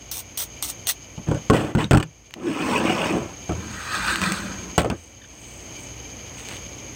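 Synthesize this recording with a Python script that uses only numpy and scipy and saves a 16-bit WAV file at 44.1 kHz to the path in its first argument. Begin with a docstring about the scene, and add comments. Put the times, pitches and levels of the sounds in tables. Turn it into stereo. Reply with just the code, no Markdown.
"""Outdoors at night, at a fish-cleaning table: a knife rasps four times along a hand-held whetstone.
Knife and stone clatter down on the booming table top. A large fish is shoved away and pulled near, its
scales catching and slipping; it flops down wetly and a hand grips it. Insects shrill throughout over a
distant motor's hum. All is heard from a camera on the table: its right microphone port is the nearer
one, and its gain ducks after loud blows."""
import sys
import numpy as np
from scipy import signal
from scipy.fft import rfft, irfft, next_fast_len
from scipy.io import wavfile
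from scipy.ndimage import uniform_filter1d, minimum_filter1d, map_coordinates

SR = 44100
rng = np.random.default_rng(int(sys.argv[2]) if len(sys.argv) > 2 else 0)


def wav_out(sig):
    """Save sig, one row per channel (or a flat mono array), as 16-bit PCM at SR to the path in sys.argv[1]."""
    wavfile.write(sys.argv[1], SR, np.round(np.clip(np.atleast_2d(sig).T, -1, 1) * 32767).astype(np.int16))


N = 306495

# Levels in the tables are relative; each layer sets its own gain.
# bands of the insect chorus: f/Hz, width/Hz, level/dB
INSECT_BANDS = [(2327, 54, -2.5), (3044, 257, -7), (4850, 760, -15), (6371, 317, 2), (6500, 310, 2.5)]
# far air and the motor's tones: f/Hz, level/dB
AIR_SPECTRUM = [(15, -56), (25, -24), (36, -14), (53, -0.5), (194, -7.5), (299, -4.5), (382, -10),
                (513, -10), (1640, -19.5), (2330, -12), (3680, -29), (5670, -24.5), (6490, -4.5),
                (7220, -29.5), (15800, -35.5)]
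MOTOR_TONES = [(58, -3.5), (90, -6.5), (119, -5)]

# blade strokes: t/s, length/s, level/dB, mid-stroke swell/dB, fizz against the rasp/dB
STROKES = [(0.114, 0.086, -27, -4.5, -1.5), (0.374, 0.061, -23, 2.5, -2), (0.625, 0.078, -27.5, -9.5, -5),
           (0.87, 0.045, -22, 16, -5.5)]
# stone on steel: f/Hz, level/dB
GRIT_SPECTRUM = [(700, -8), (1200, -8), (2000, -11.5), (3000, -8), (5000, -4.5), (6100, 0.5), (7400, -7),
                 (8500, 3.5), (9600, -4), (10800, -8), (12500, -9), (15500, -7.5)]
# the blade's body and the steel's high modes: f/Hz, width/Hz, level/dB
BLADE_MODES = [(2720, 190, -8), (3320, 180, 0.5), (3600, 120, -1), (3670, 69, 4.5), (3940, 90, -5),
               (4110, 86, 2.5), (4510, 69, -14), (5800, 54, 1)]
EDGE_MODES = [(8700, 59, -21), (11470, 70, -6), (13400, 92, -3), (14100, 100, 0), (14505, 100, -21),
              (15240, 240, 5), (15430, 190, 9), (15450, 92, 10)]

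# blows of stone and knife, and of the fish: t/s, force/dB, boom depth/dB, contact hardness/dB
KNOCKS = [(1.178, -16, 0, -17), (1.286, -9.5, 6.5, -11), (1.313, -2, -3, -6), (1.346, -8, -1, -4),
          (1.499, 13.5, -5, -1), (1.535, 5, -4, -1), (1.566, -2.5, -6, 10), (1.606, -4, -2, 0),
          (1.645, -9, -2, 1), (1.750, 3.5, 4, -1), (1.772, -4, 9, -2), (1.841, -11.5, 9.5, 1),
          (1.910, 11, -1, 5.5), (1.932, 15, -0.5, -5), (1.948, 9.5, -1, -1), (1.972, 3.5, 4, 7.5),
          (2.000, -2, 0, 7), (2.027, -11.5, 6, 17.5)]
FLOPS = [(3.149, -13, 4, -13), (3.494, -9.5, 2, -11), (3.519, -16, 6.5, -4), (4.779, 12.5, -5, -0.5),
         (4.846, 5, -8, -12.5), (4.900, 0, 0.5, 0)]
# the table top bare, the same under the fish, and the knife touching down: f/Hz, level/dB, t60/s
TABLE_MODES = [(80, -7, 0.18), (126.6, -1, 0.084), (158.3, 2.5, 0.15), (222, -3, 0.11), (303, 8.5, 0.14),
               (460, -1.5, 0.041), (555, -1.5, 0.11), (690, -7.5, 0.017)]
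LOADED_TABLE_MODES = [(81.7, -9, 0.57), (114.7, -2.5, 0.44), (169, 6, 0.15), (253, -15, 0.081),
                      (334, -0.5, 0.073), (490, -12, 0.068), (650, -0.5, 0.086), (701, 8, 0.037)]
CLINK_MODES = [(3760, 8, 0.018), (4050, -17, 0.025), (5860, -9, 0.046), (7400, -27, 0.026)]
# the table's denser modes, a hard contact and its bright click: f/Hz, level/dB
THUD_SPECTRUM = [(120, -50), (200, 7), (273, -2), (313, -3.5), (370, -5.5), (424, -3.5), (976, -19),
                 (1500, -17), (1950, -43), (3300, -120)]
CLACK_SPECTRUM = [(410, -3.5), (700, -12), (861, -1), (1570, -1.5), (2130, -10), (2420, -6.5), (3140, -42),
                  (3590, -15), (6000, -43), (7800, -60), (13200, -120)]
CLICK_SPECTRUM = [(2500, -11), (4500, 3), (6500, -5), (8300, 5), (10500, -24), (16000, -6.5)]
# loose things on the table: f/Hz, width/Hz, level/dB
RATTLE_MODES = [(2503, 160, -5), (2840, 49, -3), (3020, 16, 1.5), (3320, 150, -6)]
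# knife and stone sliding: t/s, length/s, table rumble/dB, scuff/dB
SCUFFS = [(1.266, 0.13, -19, -30.5), (1.525, 0.19, 2, -8), (1.778, .055, -7, -8)]

# snaps of scales and fins: t/s, level/dB
SNAPS = [(2.308, -13.5), (2.339, 1), (3.951, -12.5), (4.158, -5.5), (4.217, -4.5), (4.238, -7.5),
         (4.321, -3.5), (6.397, -23), (6.487, -15), (6.545, -19)]
# envelopes of the two drags: t/s, rub/dB, table rumble/dB
SHOVE_ENVELOPE = [(2.36, -46, -28), (2.46, -27, -23), (2.77, -21, -19), (2.82, -27, -16.5),
                  (2.89, -22, -17.5), (2.98, -27, -22.5), (3.07, -25, -20.5), (3.18, -33, -21),
                  (3.32, -47.5, -41.5), (3.46, -71, -73)]
PULL_ENVELOPE = [(3.55, -47.5, -32.5), (3.72, -40.5, -40), (3.88, -32, -50), (3.955, -23.5, -43),
                 (4.0, -28, -37), (4.10, -21, -36.5), (4.205, -31, -32), (4.23, -22.5, -28),
                 (4.37, -30, -32), (4.6, -45, -40), (4.7, -51, -37), (4.77, -57, -54)]
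# each drag's table rumble and scale rub: f/Hz, level/dB
SHOVE_RUMBLE = [(100, -5), (170, 1), (300, 0), (430, -3.5), (620, -5), (800, -9), (1100, -16)]
SHOVE_RUB = [(380, -7), (650, -14.5), (1010, -1.5), (1250, -7), (1510, -4.5), (2060, -13), (2500, -3.5),
             (3320, -20), (3740, -19), (5800, -19.5), (7540, -39), (12800, -120)]
PULL_RUMBLE = [(35, -52), (60, -2), (140, -11), (189, 5.5), (248, -7.5), (336, -4), (465, -12.5),
               (800, -24), (1040, -9.5), (1760, -120)]
PULL_RUB = [(350, -29), (600, -10.5), (720, -15), (863, -7.5), (1100, -7.5), (1590, -2), (1720, -6),
            (1910, -3.5), (2100, -14.5), (2490, -4), (2830, -13), (3590, -9), (4140, -19), (5900, -25),
            (7670, -55), (13000, -120)]
# a snap, the hiss of wet skin and the body's slap: f/Hz, level/dB
SNAP_SPECTRUM = [(300, 0.5), (1200, -3), (2600, 4.5), (4500, -3.5), (6500, -9.5), (8500, -5.5),
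                 (11000, -27), (16000, -10)]
WET_SPECTRUM = [(3500, -20), (5500, -15.5), (7200, -1.5), (8400, 5), (10500, -18.5), (13000, -12.5),
                (15500, -5)]
SLAP_SPECTRUM = [(150, -4), (270, 4), (450, 5), (700, -4.5), (1000, -12.5), (1500, -12.5)]
# scales singing on the table top: f/Hz, width/Hz, level/dB
SCALE_MODES = [(1260, 117, 1.5), (1474, 100, 2), (1602, 54, 6), (1940, 53, -5), (3970, 210, -5),
               (4660, 820, -10)]
# spells of skin chatter, hand rub and finger pressure: middle t/s, half length/s, level/dB
CHATTER_SPELLS = [(2.482, 0.033, -9.5), (2.66, 0.19, -18.5), (3.15, 0.11, -31)]
GRIPS = [(5.02, 0.089, -48), (5.48, 0.18, -48), (5.82, 0.06, -50.5), (6.41, .04, -48), (6.54, 0.036, -60)]
SQUISHES = [(6.41, 0.076, -43.5), (6.53, 0.066, -38)]
# faint squeaks: t/s, f/Hz, level/dB
SQUEAKS = [(5.221, 1710, -36), (5.247, 1690, -35.5)]

# stereo likeness of far and near sounds: f/Hz, left-right correlation
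OPEN_ALIKE = [(100, 0.95), (500, 1), (1200, 0.24), (2500, 0.024)]
NEAR_ALIKE = [(100, 0.89), (500, 0.64), (1400, 0.15), (3000, 0.55)]
# pan of the surroundings, the table and the whetstone: f/Hz, left minus right/dB
OPEN_PAN = [(100, 0), (500, -4), (2000, -4), (6500, -7.5), (14000, -3)]
TABLE_PAN = [(100, 0.5), (400, -8), (1500, -12), (3500, -7), (8000, -19), (14000, -8)]
STONE_PAN = [(1500, -3), (4000, -2), (8000, -11), (15000, -7.5)]
# decay of the reflections from wall and eaves: f/Hz, t60/s
WALL_DECAY = [(150, 0.23), (600, 0.061), (3000, 0.09), (12000, 0.033)]


def amp(db):
    """Decibels to gain."""
    return 10 ** (np.asarray(db) / 20)


def clock():
    """The time of every sample."""
    return np.arange(N) / SR


def along(points, hz):
    """Read (f/Hz, value) points on a log axis."""
    f, value = np.transpose(points)
    return np.interp(np.log(hz + 1), np.log(f + 1), value)


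def wobble(rate):
    """A smooth random curve, rate knots a second."""
    return map_coordinates(rng.standard_normal(int(N * rate / SR) + 4), [clock() * rate])


def filtered(x, response):
    """Shape x with a frequency response."""
    size = next_fast_len(N + SR // 2)
    return irfft(rfft(x, size) * response(np.fft.rfftfreq(size, 1 / SR)), size)[..., :N]


def colour(points):
    """An EQ curve through (f/Hz, level/dB) points, falling steeply beyond its ends."""
    low, high = points[0][0], points[-1][0]
    return lambda f: amp(along(points, f)) * np.minimum(f / low, 1) ** 3 / np.maximum(f / high, 1) ** 3


def resonances(modes):
    """A bank of (f/Hz, width/Hz, level/dB) resonators of alternating polarity."""
    return lambda f: sum((-1) ** k * amp(db) * 1j * f * width / (hz * hz - f * f + 1j * f * width)
                         for k, (hz, width, db) in enumerate(modes))


def ports(balance_db):
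    """Left and right gains for a level difference."""
    left = np.atleast_1d(amp(balance_db))
    return np.array([left, np.ones_like(left)]) * 2 / (1 + left)


def patches(x, depth_db):
    """Shifting contact points favour now these, now those frequencies."""
    spectra = signal.stft(x, nperseg=1024)[2]
    field = uniform_filter1d(rng.standard_normal(spectra.shape[1:]), size=4, axis=0)
    field = uniform_filter1d(field, size=3, axis=1)
    return signal.istft(spectra * amp(depth_db * field / field.std()), nperseg=1024)[1][:, :N]


def texture(response, pan, grain_db=0, patchy_db=0, alike=NEAR_ALIKE):
    """Stereo noise with a mid of rms 1: micro-impacts of uneven size excite a response."""
    def mid_side(f):
        angle = np.arccos(np.clip(along(alike, f), -1, 1)) / 2
        return response(f) * np.array([np.cos(angle), np.sin(angle)])

    impacts = rng.standard_normal((2, N)) * amp(grain_db * wobble(1500))
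    if patchy_db:
        impacts = patches(impacts, patchy_db)
    mid, side = filtered(impacts, mid_side)
    stereo = filtered(np.array([mid + side, mid - side]), lambda f: ports(along(pan, f)))
    return stereo / np.sqrt(np.mean(stereo.mean(0) ** 2) + 1e-20)


def add(track, start, sound):
    """Mix a sound into a track at start seconds."""
    part = track[..., round(start * SR):][..., :sound.shape[-1]]
    part += sound[..., :part.shape[-1]]


def faders(rows):
    """One gain curve for each dB column, silent outside the rows' times."""
    times, *columns = np.transpose(rows)
    return [amp(np.interp(clock(), times, db, left=-120, right=-120)) for db in columns]


def swells(rows):
    """The envelope of smooth (t/s, half length/s, level/dB) swells."""
    return sum(amp(db) * np.exp(-((clock() - middle) / half) ** 2) for middle, half, db in rows)


def blows(times, levels_db, t60, attack):
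    """The envelope of blows that each rise fast and die away; their powers add."""
    power, t = np.zeros(N), np.arange(SR // 2) / SR
    for start, db in zip(times, levels_db):
        add(power, start, (amp(db - 60 * t / t60) * (1 - np.exp(-t / attack))) ** 2)
    return np.sqrt(power)


def ring(modes, scatter_db, detune):
    """One strike of (f/Hz, level/dB, t60/s) modes, weighted anew by where it lands."""
    t = np.arange(SR // 2) / SR
    chance = rng.standard_normal((len(modes), 2))
    return sum(amp(db + scatter_db * lift - 60 * t / t60) * np.sin(2 * np.pi * hz * (1 + detune * bend) * t)
               for (hz, db, t60), (lift, bend) in zip(modes, chance))


def night():
    """The bed: a flickering insect chorus, far air and a distant motor's wavering hum."""
    insects = texture(resonances(INSECT_BANDS), OPEN_PAN, grain_db=2, alike=OPEN_ALIKE)
    insects *= amp(1.84 * wobble(45))
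    air = texture(colour(AIR_SPECTRUM), OPEN_PAN, alike=OPEN_ALIKE)
    hum = sum(np.sin(2 * np.pi * hz * clock() + 0.66 * wobble(12)) * amp(db + 2.7 * wobble(12))
              for hz, db in MOTOR_TONES)
    return amp(-44 + 0.5 * wobble(2.45)) * (amp(1) * insects + amp(4) * air + amp(1.5) * hum)


def sharpening(attack_s=0.0024, release_t60=0.072):
    """The blade taps the stone, then grit rasps along the edge and rings the steel."""
    rasp, body, fizz = np.zeros((3, N))
    for start, length, level_db, swell_db, fizz_db in STROKES:
        t = clock() - start
        pressure_db = swell_db * (np.sin(0.85 * np.pi * np.clip(t / length, 0, 1) ** 1.17) - 0.5)
        release_db = 60 * np.maximum(t - length, 0) / release_t60
        contact = np.clip(t / attack_s, 0, 1) * amp(level_db + pressure_db - release_db)
        rasp += contact
        body += amp(-8.5 + 0.17 * swell_db) * contact  # pressing harder rings the steel more
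        fizz += amp(fizz_db) * contact
    times, _, level_db, swell_db, _ = np.transpose(STROKES)
    tap_db = level_db + 8.5 - 0.16 * swell_db  # a stroke that swells later lands more lightly
    tap = blows(times, tap_db, t60=0.013, attack=0.00027)
    return ((rasp + tap) * texture(colour(GRIT_SPECTRUM), STONE_PAN, grain_db=4.5, patchy_db=2.5)
            + (body + amp(-5) * tap) * texture(resonances(BLADE_MODES), STONE_PAN, grain_db=3.5)
            + (fizz + amp(-4) * tap) * texture(resonances(EDGE_MODES), STONE_PAN))


def rebounds(rows, flight_s, loss_db, soften_db, count):
    """Each landing becomes count quick contacts, weaker and softer as the thing rocks to rest."""
    return [(start + k * flight_s, force - k * loss_db, depth, hardness - k * soften_db)
            for start, force, depth, hardness in rows for k in range(count)]


def table_hits(rows, modes, thud_spectrum, boom_db, knock_db, thud_db, click_db, thud_t60, clack_t60):
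    """Each blow booms and thuds in the table top; hard contacts add a clack, a rattle and a click."""
    times, force_db, depth_db, hardness_db = np.transpose(rows)
    boom = np.zeros(N)
    for start, force, depth in zip(times, force_db, depth_db):
        shelf = [(190, depth + boom_db), (300, knock_db)]  # deep blows favour low modes: f/Hz, level/dB
        struck = [(hz, force + db + along(shelf, hz), t60) for hz, db, t60 in modes]
        add(boom, start, ring(struck, scatter_db=1.5, detune=0.017))
    thud = blows(times, force_db + thud_db, t60=thud_t60, attack=0.0015)
    clack = blows(times, force_db + hardness_db - 15.5, t60=clack_t60, attack=0.00042)
    click = blows(times, force_db + hardness_db + click_db, t60=0.021, attack=0.00022)
    return (ports(-5.5) * boom
            + thud * texture(colour(thud_spectrum), TABLE_PAN, patchy_db=5)
            + clack * texture(colour(CLACK_SPECTRUM), TABLE_PAN, grain_db=2.5)
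            + amp(-2.5) * clack * texture(resonances(RATTLE_MODES), OPEN_PAN)
            + click * texture(colour(CLICK_SPECTRUM), TABLE_PAN, grain_db=-2.5))


def clatter(clink_at_s=1.8435):
    """Stone and knife land and rock on the table; the steel clinks once."""
    clink = np.zeros(N)
    add(clink, clink_at_s, amp(-10) * ring(CLINK_MODES, scatter_db=1, detune=0.0017))
    contacts = rebounds(KNOCKS, flight_s=0.00783, loss_db=6, soften_db=1.5, count=2)
    knocks = table_hits(contacts, TABLE_MODES, THUD_SPECTRUM, boom_db=-10, knock_db=-22,
                        thud_db=-8, click_db=-21, thud_t60=0.11, clack_t60=0.025)
    return ports(-8.5) * clink + knocks


def scuffs(attack_s=0.0087, fade_db_per_s=93, release_t60=0.16):
    """Stone and knife slide a little, lose speed and stop, and loose things buzz."""
    rumble, scuff = np.zeros((2, N))
    for start, length, rumble_db, scuff_db in SCUFFS:
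        t = np.maximum(clock() - start, 0)
        release_db = 60 * np.maximum(t - length, 0) / release_t60
        slide = np.minimum(t / attack_s, 1) * amp(-fade_db_per_s * t - release_db)
        rumble += amp(rumble_db) * slide
        scuff += amp(scuff_db) * slide
    table_top = resonances([(hz, np.log(1000) / np.pi / t60, db) for hz, db, t60 in TABLE_MODES])
    return (amp(-4.5) * rumble * texture(table_top, TABLE_PAN, grain_db=2.5)
            + amp(-5.5) * scuff * texture(colour(CLACK_SPECTRUM), TABLE_PAN, grain_db=-0.5, patchy_db=3)
            + amp(-10) * scuff * texture(resonances(RATTLE_MODES), OPEN_PAN, grain_db=6.5)
            + amp(-18) * scuff * texture(colour(CLICK_SPECTRUM), TABLE_PAN, grain_db=6.5))


def fin_snaps():
    """Scales and fins snap in tiny, crisp bursts."""
    times, level_db = np.transpose(SNAPS)
    bursts = blows(times, level_db - 6.5, t60=0.008, attack=0.0001)
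    return bursts * texture(colour(SNAP_SPECTRUM), TABLE_PAN)


def drag(envelope, rumble_spectrum, rub_spectrum, slip_db, rumble_db, rub_db, hiss_db):
    """Scales catch and slip on the table top, which rumbles under them; a wet hiss follows the rub."""
    rub, rumble = faders(envelope)
    rub *= amp(-0.5 * wobble(16))  # a drag never runs evenly
    table = texture(colour(rumble_spectrum), TABLE_PAN, grain_db=slip_db, patchy_db=3.5)
    scales = texture(colour(rub_spectrum), TABLE_PAN, grain_db=slip_db, patchy_db=3.5)
    wetness = amp(hiss_db + wobble(13))  # the skin is wetter in some places
    hiss = texture(colour(WET_SPECTRUM), TABLE_PAN, grain_db=4)
    return amp(rumble_db) * rumble * table + rub * (amp(rub_db) * scales + wetness * hiss)


def shove():
    """The fish is shoved away, shaking loose things on the table."""
    slide = drag(SHOVE_ENVELOPE, SHOVE_RUMBLE, SHOVE_RUB,
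                 slip_db=2.5, rumble_db=0, rub_db=1, hiss_db=-14.5)
    rub, _ = faders(SHOVE_ENVELOPE)
    jolts = np.abs(wobble(120))
    return slide + amp(-6) * rub * jolts * texture(resonances(RATTLE_MODES), OPEN_PAN)


def skin_chatter(slip_hz=330, fall_octaves_per_s=1.6):
    """Wet skin sticks and slips at an unsteady rate that falls as the shove goes on."""
    since_first = np.maximum(clock() - CHATTER_SPELLS[0][0], -0.1)
    pitch = slip_hz * 2 ** (-fall_octaves_per_s * since_first) * (1 + 0.09 * wobble(70))
    tone = np.sin(2 * np.pi * np.cumsum(pitch) / SR)
    return ports(-9) * swells(CHATTER_SPELLS) * amp(2.8 * wobble(50)) * tone


def flops():
    """The fish slaps the table and wobbles down; only a hard slap squirts water from under the skin."""
    contacts = rebounds(FLOPS, flight_s=0.014, loss_db=7.5, soften_db=5, count=3)
    slaps = table_hits(contacts, LOADED_TABLE_MODES, SLAP_SPECTRUM, boom_db=-17.5, knock_db=-23,
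                       thud_db=-12.5, click_db=-18.5, thud_t60=0.15, clack_t60=0.05)
    times, force_db, *_ = np.transpose(FLOPS)
    squirt = blows(times, -45.5 + 2.8 * force_db, t60=0.13, attack=0.0008)
    spatter = texture(colour(SNAP_SPECTRUM), TABLE_PAN, grain_db=6.5)
    spray = amp(-15) * texture(colour(WET_SPECTRUM), TABLE_PAN)
    return slaps + squirt * (spatter + spray)


def pull():
    """The fish is pulled near, its scales singing on the table top."""
    slide = drag(PULL_ENVELOPE, PULL_RUMBLE, PULL_RUB,
                 slip_db=1.5, rumble_db=-0.5, rub_db=-3, hiss_db=-12.5)
    rub, _ = faders(PULL_ENVELOPE)
    return slide + amp(-2.5) * rub * texture(resonances(SCALE_MODES), TABLE_PAN, grain_db=5.5)


def grips():
    """A hand rubs over wet scales with a grainy hiss."""
    return swells(GRIPS) * texture(colour(WET_SPECTRUM), OPEN_PAN, grain_db=5)


def squeaks(half_length_s=0.0065):
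    """Two tiny squeaks, each a rough tone with its octave."""
    track = np.zeros(N)
    for middle, hz, db in SQUEAKS:
        phase = 2 * np.pi * hz * clock() + 1.4 * wobble(330)
        track += swells([(middle, half_length_s, db)]) * (np.sin(phase) + 1.4 * np.sin(2 * phase))
    return track


def squishes():
    """Fingers press into the flesh with a soft crackle."""
    return swells(SQUISHES) * texture(colour(SNAP_SPECTRUM), OPEN_PAN, grain_db=6)


def arrival(x, lag_s):
    """A sound reaches the left port lag_s after the right one."""
    return filtered(x, lambda f: np.exp(1j * np.pi * f * lag_s * np.array([[-1], [1]])))


def wall(x):
    """The short answer of the wall and eaves: a noise tail that lasts longest in the bass."""
    hz, t, spectra = signal.stft(rng.standard_normal((2, SR // 2)), SR, nperseg=256)
    decay = amp(-60 * t / along(WALL_DECAY, hz)[:, None])
    tail = signal.istft(spectra * decay, SR, nperseg=256)[1]
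    return signal.fftconvolve(x, tail / np.linalg.norm(tail[0]), axes=1)[:, :N]


def gain_control(x, threshold_db=-17, share=0.63, hold_s=0.44, recover_db_per_s=17.5, keen_above_hz=6050):
    """Loud sounds, bright ones most, duck the gain at once; it holds, then creeps back up."""
    sidechain = filtered(x.mean(0), lambda f: np.hypot(1, f / keen_above_hz))
    level_db = 10 * np.log10(np.abs(uniform_filter1d(sidechain ** 2, size=SR // 50)) + 1e-12)
    duck_db = np.maximum(share * (level_db - threshold_db), 0)
    duck_db[0] = 5.5  # it starts a little turned down
    hold = int(hold_s * SR)
    held_db = -minimum_filter1d(-duck_db, hold, origin=(hold - 1) // 2)
    recovery_db = recover_db_per_s * clock()
    released_db = np.maximum.accumulate(held_db + recovery_db) - recovery_db
    return x * amp(-uniform_filter1d(released_db, size=SR // 200))


def scene():
    """The close work, its reflection and the night around it."""
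    whetstone = arrival(sharpening(), lag_s=0.00002)  # held almost straight ahead
    tools = clatter() + scuffs()
    fish = fin_snaps() + shove() + skin_chatter() + flops() + pull() + grips() + squishes()
    near = whetstone + arrival(tools + fish + squeaks(), lag_s=0.0001)
    return near + amp(-15.5) * wall(near) + night()


def record(dry, low_cut_hz=46, high_cut_hz=15800):
    """The camera thins the deepest bass, rides its gain, rounds off the peaks and cuts the very top."""
    thinned = signal.sosfilt(signal.butter(4, low_cut_hz, "highpass", fs=SR, output="sos"), dry)
    ridden = gain_control(thinned)
    rounded = ridden / (1 + ridden ** 6) ** (1 / 6)
    return filtered(rounded, lambda hz: 1 / np.sqrt(1 + (hz / high_cut_hz) ** 200))


dry = scene()
out = record(dry)
wav_out(out)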